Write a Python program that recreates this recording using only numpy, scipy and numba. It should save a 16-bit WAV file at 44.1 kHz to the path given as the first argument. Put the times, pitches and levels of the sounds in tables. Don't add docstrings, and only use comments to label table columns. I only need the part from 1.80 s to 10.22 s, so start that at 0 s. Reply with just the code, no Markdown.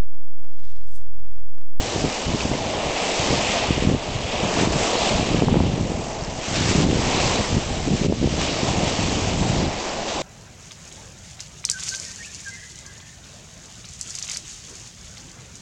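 import sys
import numpy as np
from scipy import signal
from scipy.fft import rfft, irfft, next_fast_len
from scipy.io import wavfile
from scipy.ndimage import uniform_filter1d
from numba import njit

SR = 44100
rng = np.random.default_rng(int(sys.argv[2]) if len(sys.argv) > 2 else 0)


def to_wav(s):
    ch = np.atleast_2d(s).T
    pcm = np.round(np.clip(ch, -1, 1) * 32767)
    wavfile.write(sys.argv[1], SR, pcm.astype(np.int16))


def convert_level_to_amplitude(level_db):
    exponent = np.asarray(level_db, float) / 20
    return 10 ** exponent


N = 371303


def surf(bubble_share=0.39, click_share=0.28, spread_db=2.0, per_second=600.0):
    # (frequency [Hz], spectral density [dB per Hz])
    wash = [(120, -32.5), (200, -3), (238, -6), (377, -3.5), (679, -0.5), (1260, -11.5), (1430, -15),
            (2790, -10), (3960, -13.5), (6480, -15.5), (7590, -17), (8350, -29), (8900, -44), (11600, -65),
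            (19600, -120)]
    part_hz = [
        800,
        1700,
        2700,
        5300,
    ]

    swell_db = np.array([db - 10 * np.log10(np.mean(convert_level_to_amplitude(2 * db))) for db in swell()])
    size = next_fast_len(N, real=True)
    freq = np.fft.rfftfreq(size, 1 / SR) + 1
    wash_hz, wash_db = np.transpose(wash)
    colour = convert_level_to_amplitude(np.interp(np.log(freq), np.log(wash_hz), wash_db))

    count = 20000
    when = rng.integers(0, N, count)
    strength = sizes(rng.random(count), 2.65) * rng.choice([-1, 1], count)
    stones = level(np.bincount(when, strength, N), 0)
    spray = level(np.log(uniform_filter1d(stones ** 2, size=400) + 0.1), 0) - 0.5

    out = 0
    surge = walk(13.0)
    neighbour = walk(7.0)
    for hz in 125 * 2 ** np.arange(0, 6.4, 1 / 3):
        small = min(hz / 1500, 1)
        count = int(per_second * N / SR * small ** 0.5)
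        bubble_hz = hz * 2 ** (0.34 * rng.random(count) - 0.2)
        strength = sizes(rng.random(count), spread_db * (hz / 2000) ** 0.25)
        bubbles = rings(rng.integers(0, N, count), bubble_hz, 2.52, 0.21, strength)
        water = np.sqrt(1 - bubble_share - click_share * small) * rng.standard_normal(N)
        water = water + np.sqrt(click_share * small) * stones
        water = water + np.sqrt(bubble_share * hz / SR) * level(bubbles, 0)

        window = np.cos(np.pi / 2 * np.clip(3 * np.log2(freq / hz), -1, 1))
        band = irfft(rfft(water, size) * window * colour, size)[:N]
        band = level(band, 0) * np.sqrt(np.sum((window * colour) ** 2))

        place = np.interp(np.log(hz), np.log(part_hz), np.arange(4))
        wave_db = np.clip(1 - np.abs(place - np.arange(4)), 0, 1) @ swell_db
        own = walk(7.0)
        flicker_db = 0.56 * surge + 0.49 * (own + neighbour) + 0.6 * walk(22.0)
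        if hz > 7500:
            flicker_db = flicker_db + 0.99 * spray
        out = out + band * convert_level_to_amplitude(wave_db + flicker_db)
        neighbour = own
    return level(out, -25.0)


def swell():
    # (time [s], level [dB])
    roar = [(0.0, -34), (0.68, -32), (0.96, -28), (1.69, -28), (2.18, -33.5), (2.41, -32.5), (2.84, -27),
            (3.14, -25), (3.56, -31), (3.82, -35), (4.55, -33.5), (5.39, -27.5), (5.6, -29), (5.79, -33.5),
            (6.45, -37.5), (6.94, -28.5), (8.09, -33.5), (8.42, -29)]
    # (time [s], level [dB], foam over stones [dB])
    swash = [(0.0, -34, 4), (0.7, -34.5, 0), (1.0, -33.5, 0.5), (1.3, -32, 2), (1.73, -26, -1.5),
             (2.2, -35, -2.5), (2.75, -30, -0.5), (3.26, -29, 2), (3.6, -33.5, -0.5), (3.75, -36, -2),
             (4.35, -43, 5.5), (4.56, -41.5, 4), (4.66, -31.5, 2), (5.5, -29, 1.5), (5.9, -37, 3.5),
             (6.62, -35.5, 2), (7.3, -30.5, 1.5), (8.2, -36.5, 1)]
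    # (time [s], lift [dB], fade [s])
    crashes = [
        (0.12, 3.5, 0.11),
        (0.93, 1.5, 0.045),
        (1.72, 4.5, .04),
        (1.82, 5, .04),
        (2.53, 4, 0.046),
        (2.64, 4, 0.064),
        (3.3, 3, .06),
        (4.85, 1.5, 0.062),
        (6.56, 5, 0.18),
        (7.62, 2.5, 0.24),
    ]
    # (time [s], lift [dB], fade [s])
    slops = [(0.58, 3.5, 0.023), (0.84, 1.5, 0.089), (1.15, 3, 0.12), (1.69, 0.5, 0.027), (2.48, 0.5, 0.06),
             (2.76, 3.5, 0.036), (3.2, 1.5, .05), (3.44, 2, .1), (4.73, 5, 0.088), (4.86, 3.5, 0.037),
             (5.35, 0.5, 0.065), (5.98, -1, 0.071), (6.4, 0, 0.085), (6.58, 6.5, 0.19), (6.85, 2, .04),
             (7.04, 2.5, 0.063), (7.85, -0.5, 0.09), (8.25, 3.5, 0.26)]
    # (time [s], depth [dB], recovery [s])
    ducks = [
        (2.865, 5, 0.02),
        (3.61, 2.5, 0.087),
        (5.04, 6.5, 0.061),
        (6.255, 7, 0.16),
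        (6.5, -2.5, 0.035),
    ]

    (roar_db,) = curves(roar)
    stones_db, foam_db = curves(swash)
    roar_db = roar_db + sudden(crashes)
    stones_db = stones_db + sudden(slops, 0.035)
    from_roar = 0.13
    splash_db = from_roar * roar_db + (1 - from_roar) * 1.01 * stones_db + 0.57 * foam_db - 6
    return np.array([roar_db, splash_db, stones_db, stones_db + foam_db]) - sudden(ducks, 0.021)


def knocks():
    # (time [s], peak [dB], ring frequency [Hz])
    stones = [(0.607, -11, 2610), (0.737, -17, 2100), (1.1643, -12.5, 2670), (1.583, -13, 3500),
              (2.4894, -21, 2410), (4.41, -17.5, 4740), (4.4373, -16.5, 5660), (4.449, -15.5, 5340),
              (4.6894, -23, 2830), (4.9104, -20.5, 3760), (5.112, -13, 2730), (7.083, -18, 3450),
              (7.296, -12, 4250)]
    s, db, hz = np.transpose(stones)
    return rings((s * SR).astype(int), hz, 6.0, 0.0, convert_level_to_amplitude(db - 6.0))


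def wind():
    # (time [s], peak [dB], centre frequency [Hz])
    thumps = [(0.5476, -9.5, 220), (0.7152, -9, 273), (0.753, -15, 252), (1.9126, -23.5, 310),
              (1.9806, -9, 268), (2.024, -8.5, 252), (2.126, -11, 244), (2.1487, -8, 270),
              (2.7741, -9, 411), (2.8128, -8, 254), (2.8348, -6.5, 282), (2.8741, -8, 252),
              (3.6386, -9, 274), (3.398, -9, 248), (3.647, -14, 280), (3.6855, -14, 398),
              (3.7433, -6.5, 500), (3.7834, -13, 224), (3.8667, -10, 206), (4.9126, -7, 244),
              (6.1174, -14, 237), (6.2479, -10, 301), (6.2597, -13, 268), (6.3249, -5.7, 316),
              (6.4283, -11, 246), (6.4436, -5, 257), (6.458, -7.5, 132), (6.4743, -8, 345),
              (6.5929, -12, 287), (6.8335, -8, 216)]
    # (time [s], peak [dB], centre frequency [Hz])
    shoves = [(0.2481, -10, 244), (1.489, -16, 287), (1.506, -10.5, 406), (1.5298, -11, 386),
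              (1.9075, -4, 237), (2.0905, -7.5, 200), (3.155, -7.5, 411), (3.5463, -4, 306),
              (3.622, -1.5, 402), (3.694, -11, 268), (3.758, -6.5, 385), (3.8057, -5.5, 232),
              (6.223, -16, 246)]
    # (time [s], peak [dB], ring frequency [Hz])
    rim_snaps = [
        (0.717, -20, 832),
        (3.621, -14, 802),
        (3.684, -10.5, 802),
        (3.742, -12, 802),
        (3.755, -20, 848),
        (3.771, -18.5, 807),
        (3.802, -13.5, 800),
        (6.246, -26, 950),
        (6.324, -23.5, 912),
        (6.443, -23, 802),
    ]

    large_db, small_db = gusts()
    flurry = walk(22.0)
    large = stream(120.0, 67.0, 1.2, 1.1, 0.4) * convert_level_to_amplitude(large_db - 3.0 + 0.44 * flurry)
    small = stream(230.0, 125.0, 1.36, 1.4, 0.25) * convert_level_to_amplitude(small_db - 1.5 + flurry)
    rumble = stream(80.0, 25.0, 0.84, 1.2, 0.36) * convert_level_to_amplitude(-38.5 + 0.2 * (large_db + 34.0))

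    s, db, hz = np.transpose(thumps + shoves)
    suction = np.repeat([1, -1], [len(thumps), len(shoves)])
    lean = rng.uniform(-0.55, 0.99, len(s))
    hard = eddies((s * SR).astype(int), hz, lean, suction * convert_level_to_amplitude(db + 0.2), 2.7)
    weak_gain = 1 / (1 + uniform_filter1d(hard ** 2, size=500) / convert_level_to_amplitude(-34.5))

    s, db, hz = np.transpose(rim_snaps)
    snaps = rings((s * SR).astype(int), 1.18 * hz, 2.0, -0.7, convert_level_to_amplitude(db + 1.0))
    return (large + small) * weak_gain + rumble + hard + snaps


def gusts():
    # (time [s], level [dB], large eddies over small [dB])
    breeze = [(0.0, -40.5, 7), (0.52, -39, 0), (0.72, -27.5, -2), (1.2, -38.5, -8), (2.04, -32.5, 6.5),
              (2.3, -37, 7), (2.74, -30.5, 1), (3.17, -29.5, -6), (3.73, -16.5, -7.5), (4.05, -25.5, -5),
              (4.25, -38, -1), (4.48, -38.5, 9), (5.1, -16.5, -8), (5.77, -32, 4.5), (6.85, -20.5, -10),
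              (7.8, -24.5, 1), (8.0, -40, 1), (8.42, -36.5, -4)]
    # (time [s], depth [dB], recovery [s])
    lulls = [(0.36, 10, 0.065), (1.33, 7, .03), (1.63, 7, .04), (2.2, 10, .06), (2.72, 9, .03),
             (3.03, 2, .08), (3.43, 7, 0.018), (4.07, 8, .03), (4.6, 12, .04), (5.45, -1.5, 0.065),
             (5.64, 13, 0.045), (6.16, 9, .03), (6.77, 9, 0.027), (7.1, -0.5, 0.092)]
    # (middle [s], length [s], level [dB], large eddies over small [dB])
    puffs = [(0.015, 0.016, -28.5, 1), (0.168, 0.016, -23.5, -3), (0.252, 0.03, -18, -8.5),
             (0.489, 0.01, -21.5, 3), (0.542, 0.02, -23.5, -2), (0.652, 0.015, -22, -7),
             (0.745, 0.054, -32, 5), (1.075, 0.023, -28.5, 1.5), (1.425, 0.043, -34.5, 8.5),
             (1.525, .05, -21, -16), (1.595, 0.022, -28, -5), (1.907, 0.01, -23, -4),
             (1.993, 0.024, -33, 7), (2.097, 0.11, -18, -10), (2.34, 0.021, -32, 6),
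             (2.635, 0.035, -23.5, -12.5), (2.875, 0.22, -22.5, -7), (3.366, 0.092, -27.5, 4),
             (3.597, .2, -22, -9), (4.027, 0.048, -27.5, 5), (4.152, 0.11, -26, -5),
             (4.804, 0.025, -21, -8), (4.959, 0.17, -23.5, -5.5), (5.586, 0.054, -22, -6),
             (5.752, 0.056, -18.5, -1), (5.96, 0.062, -30, 2), (6.113, 0.057, -17, -15.5),
             (6.268, 0.11, -19, -13), (6.433, 0.036, -16.5, -14), (7.833, 0.066, -25, 1)]

    t = np.arange(N) / SR
    breeze_db, tilt_db = curves(breeze)
    breeze_db = breeze_db + 2 * walk(12.0) - sudden(lulls)
    power = convert_level_to_amplitude(2 * np.array([breeze_db + tilt_db, breeze_db]))
    edge_db_s = 496
    for s, length, db, large_db in puffs:
        near = slice(max(int((s - length - 0.1) * SR), 0), int((s + length + 0.1) * SR))
        shape_db = db - edge_db_s * np.maximum(np.abs(t[near] - s) - length / 2, 0)
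        power[:, near] += convert_level_to_amplitude(2 * np.array([shape_db + large_db, shape_db]))
    return 10 * np.log10(power)


def stream(per_second, low_hz, octaves, spread_db, pushes):
    count = int(per_second * N / SR)
    hz = low_hz * 2 ** (octaves * rng.random(count))
    size = sizes(rng.random(count), spread_db) * np.where(rng.random(count) < pushes, -1, 1)
    lean = rng.uniform(-1, 1, count)
    train = level(eddies(rng.integers(0, N, count), hz, lean, size, 1.74), 0)
    return level(train / np.sqrt(0.15 + uniform_filter1d(train ** 2, size=3000)), 0)


@njit
def eddies(centre, hz, lean, size, skirt):
    out = np.zeros(N)
    for k in range(len(centre)):
        reach = int(skirt * SR / (2 * hz[k]))
        for i in range(max(centre[k] - reach, 0), min(centre[k] + reach, N)):
            u = 5 * hz[k] * (i - centre[k]) / SR
            wide = np.exp(-(u / skirt) ** 2) * (1 + 2 * lean[k] * u / skirt)
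            out[i] += size[k] * (wide - skirt * np.exp(-u * u)) / (skirt - 1)
    return out


@njit
def rings(start, hz, cycles, glide, size):
    out = np.zeros(N + 8000)
    for k in range(len(start)):
        step = 2 * np.pi * hz[k] / SR
        length = min(int(5 * cycles * SR / hz[k]), 8000)
        z = size[k] + 0j
        p = np.exp(1j * step - hz[k] / (cycles * SR))
        turn = np.exp(1j * step * glide / length)
        for i in range(length):
            out[start[k] + i] += z.imag
            z, p = z * p, p * turn
    return out[:N]


def sizes(chance, spread_db):
    return convert_level_to_amplitude(spread_db * np.minimum(-np.log(chance), 3.5))


def sudden(table, onset_s=0.0092):
    t = np.arange(0, N / SR + 0.002, 0.001)
    total_db = np.zeros(len(t))
    for s, db, fade in table:
        rise = np.clip((t - s) / onset_s, 0, 1)
        total_db += db * rise * np.exp(-np.maximum(t - s - onset_s, 0) / fade)
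    return np.interp(np.arange(N) / SR, t, total_db)


def walk(rate):
    k = int(SR / rate)
    held = np.repeat(rng.standard_normal(N // k + 1), k)
    return level(uniform_filter1d(uniform_filter1d(held, k), k)[:N], 0)


def curves(table):
    s, *columns = np.transpose(table)
    return [np.interp(np.arange(N) / SR, s, c) for c in columns]


def level(x, db):
    return x * convert_level_to_amplitude(db) / np.sqrt(np.mean(x ** 2))


def scene():
    return (surf() + knocks() + wind())[None]


def roll_off(x):
    return signal.sosfilt(signal.butter(12, 9060, fs=SR, output="sos"), x)


def record(dry):
    x = np.tanh(1.088 * dry) / 1.123
    x = signal.sosfilt(signal.butter(1, 24.0, "high", fs=SR, output="sos"), x)
    x = signal.sosfilt(signal.ellip(8, 0.2, 80, 8700, fs=SR, output="sos"), x)
    x = x - 0.0023
    return roll_off(x)


dry = scene()
out = record(dry)
to_wav(out)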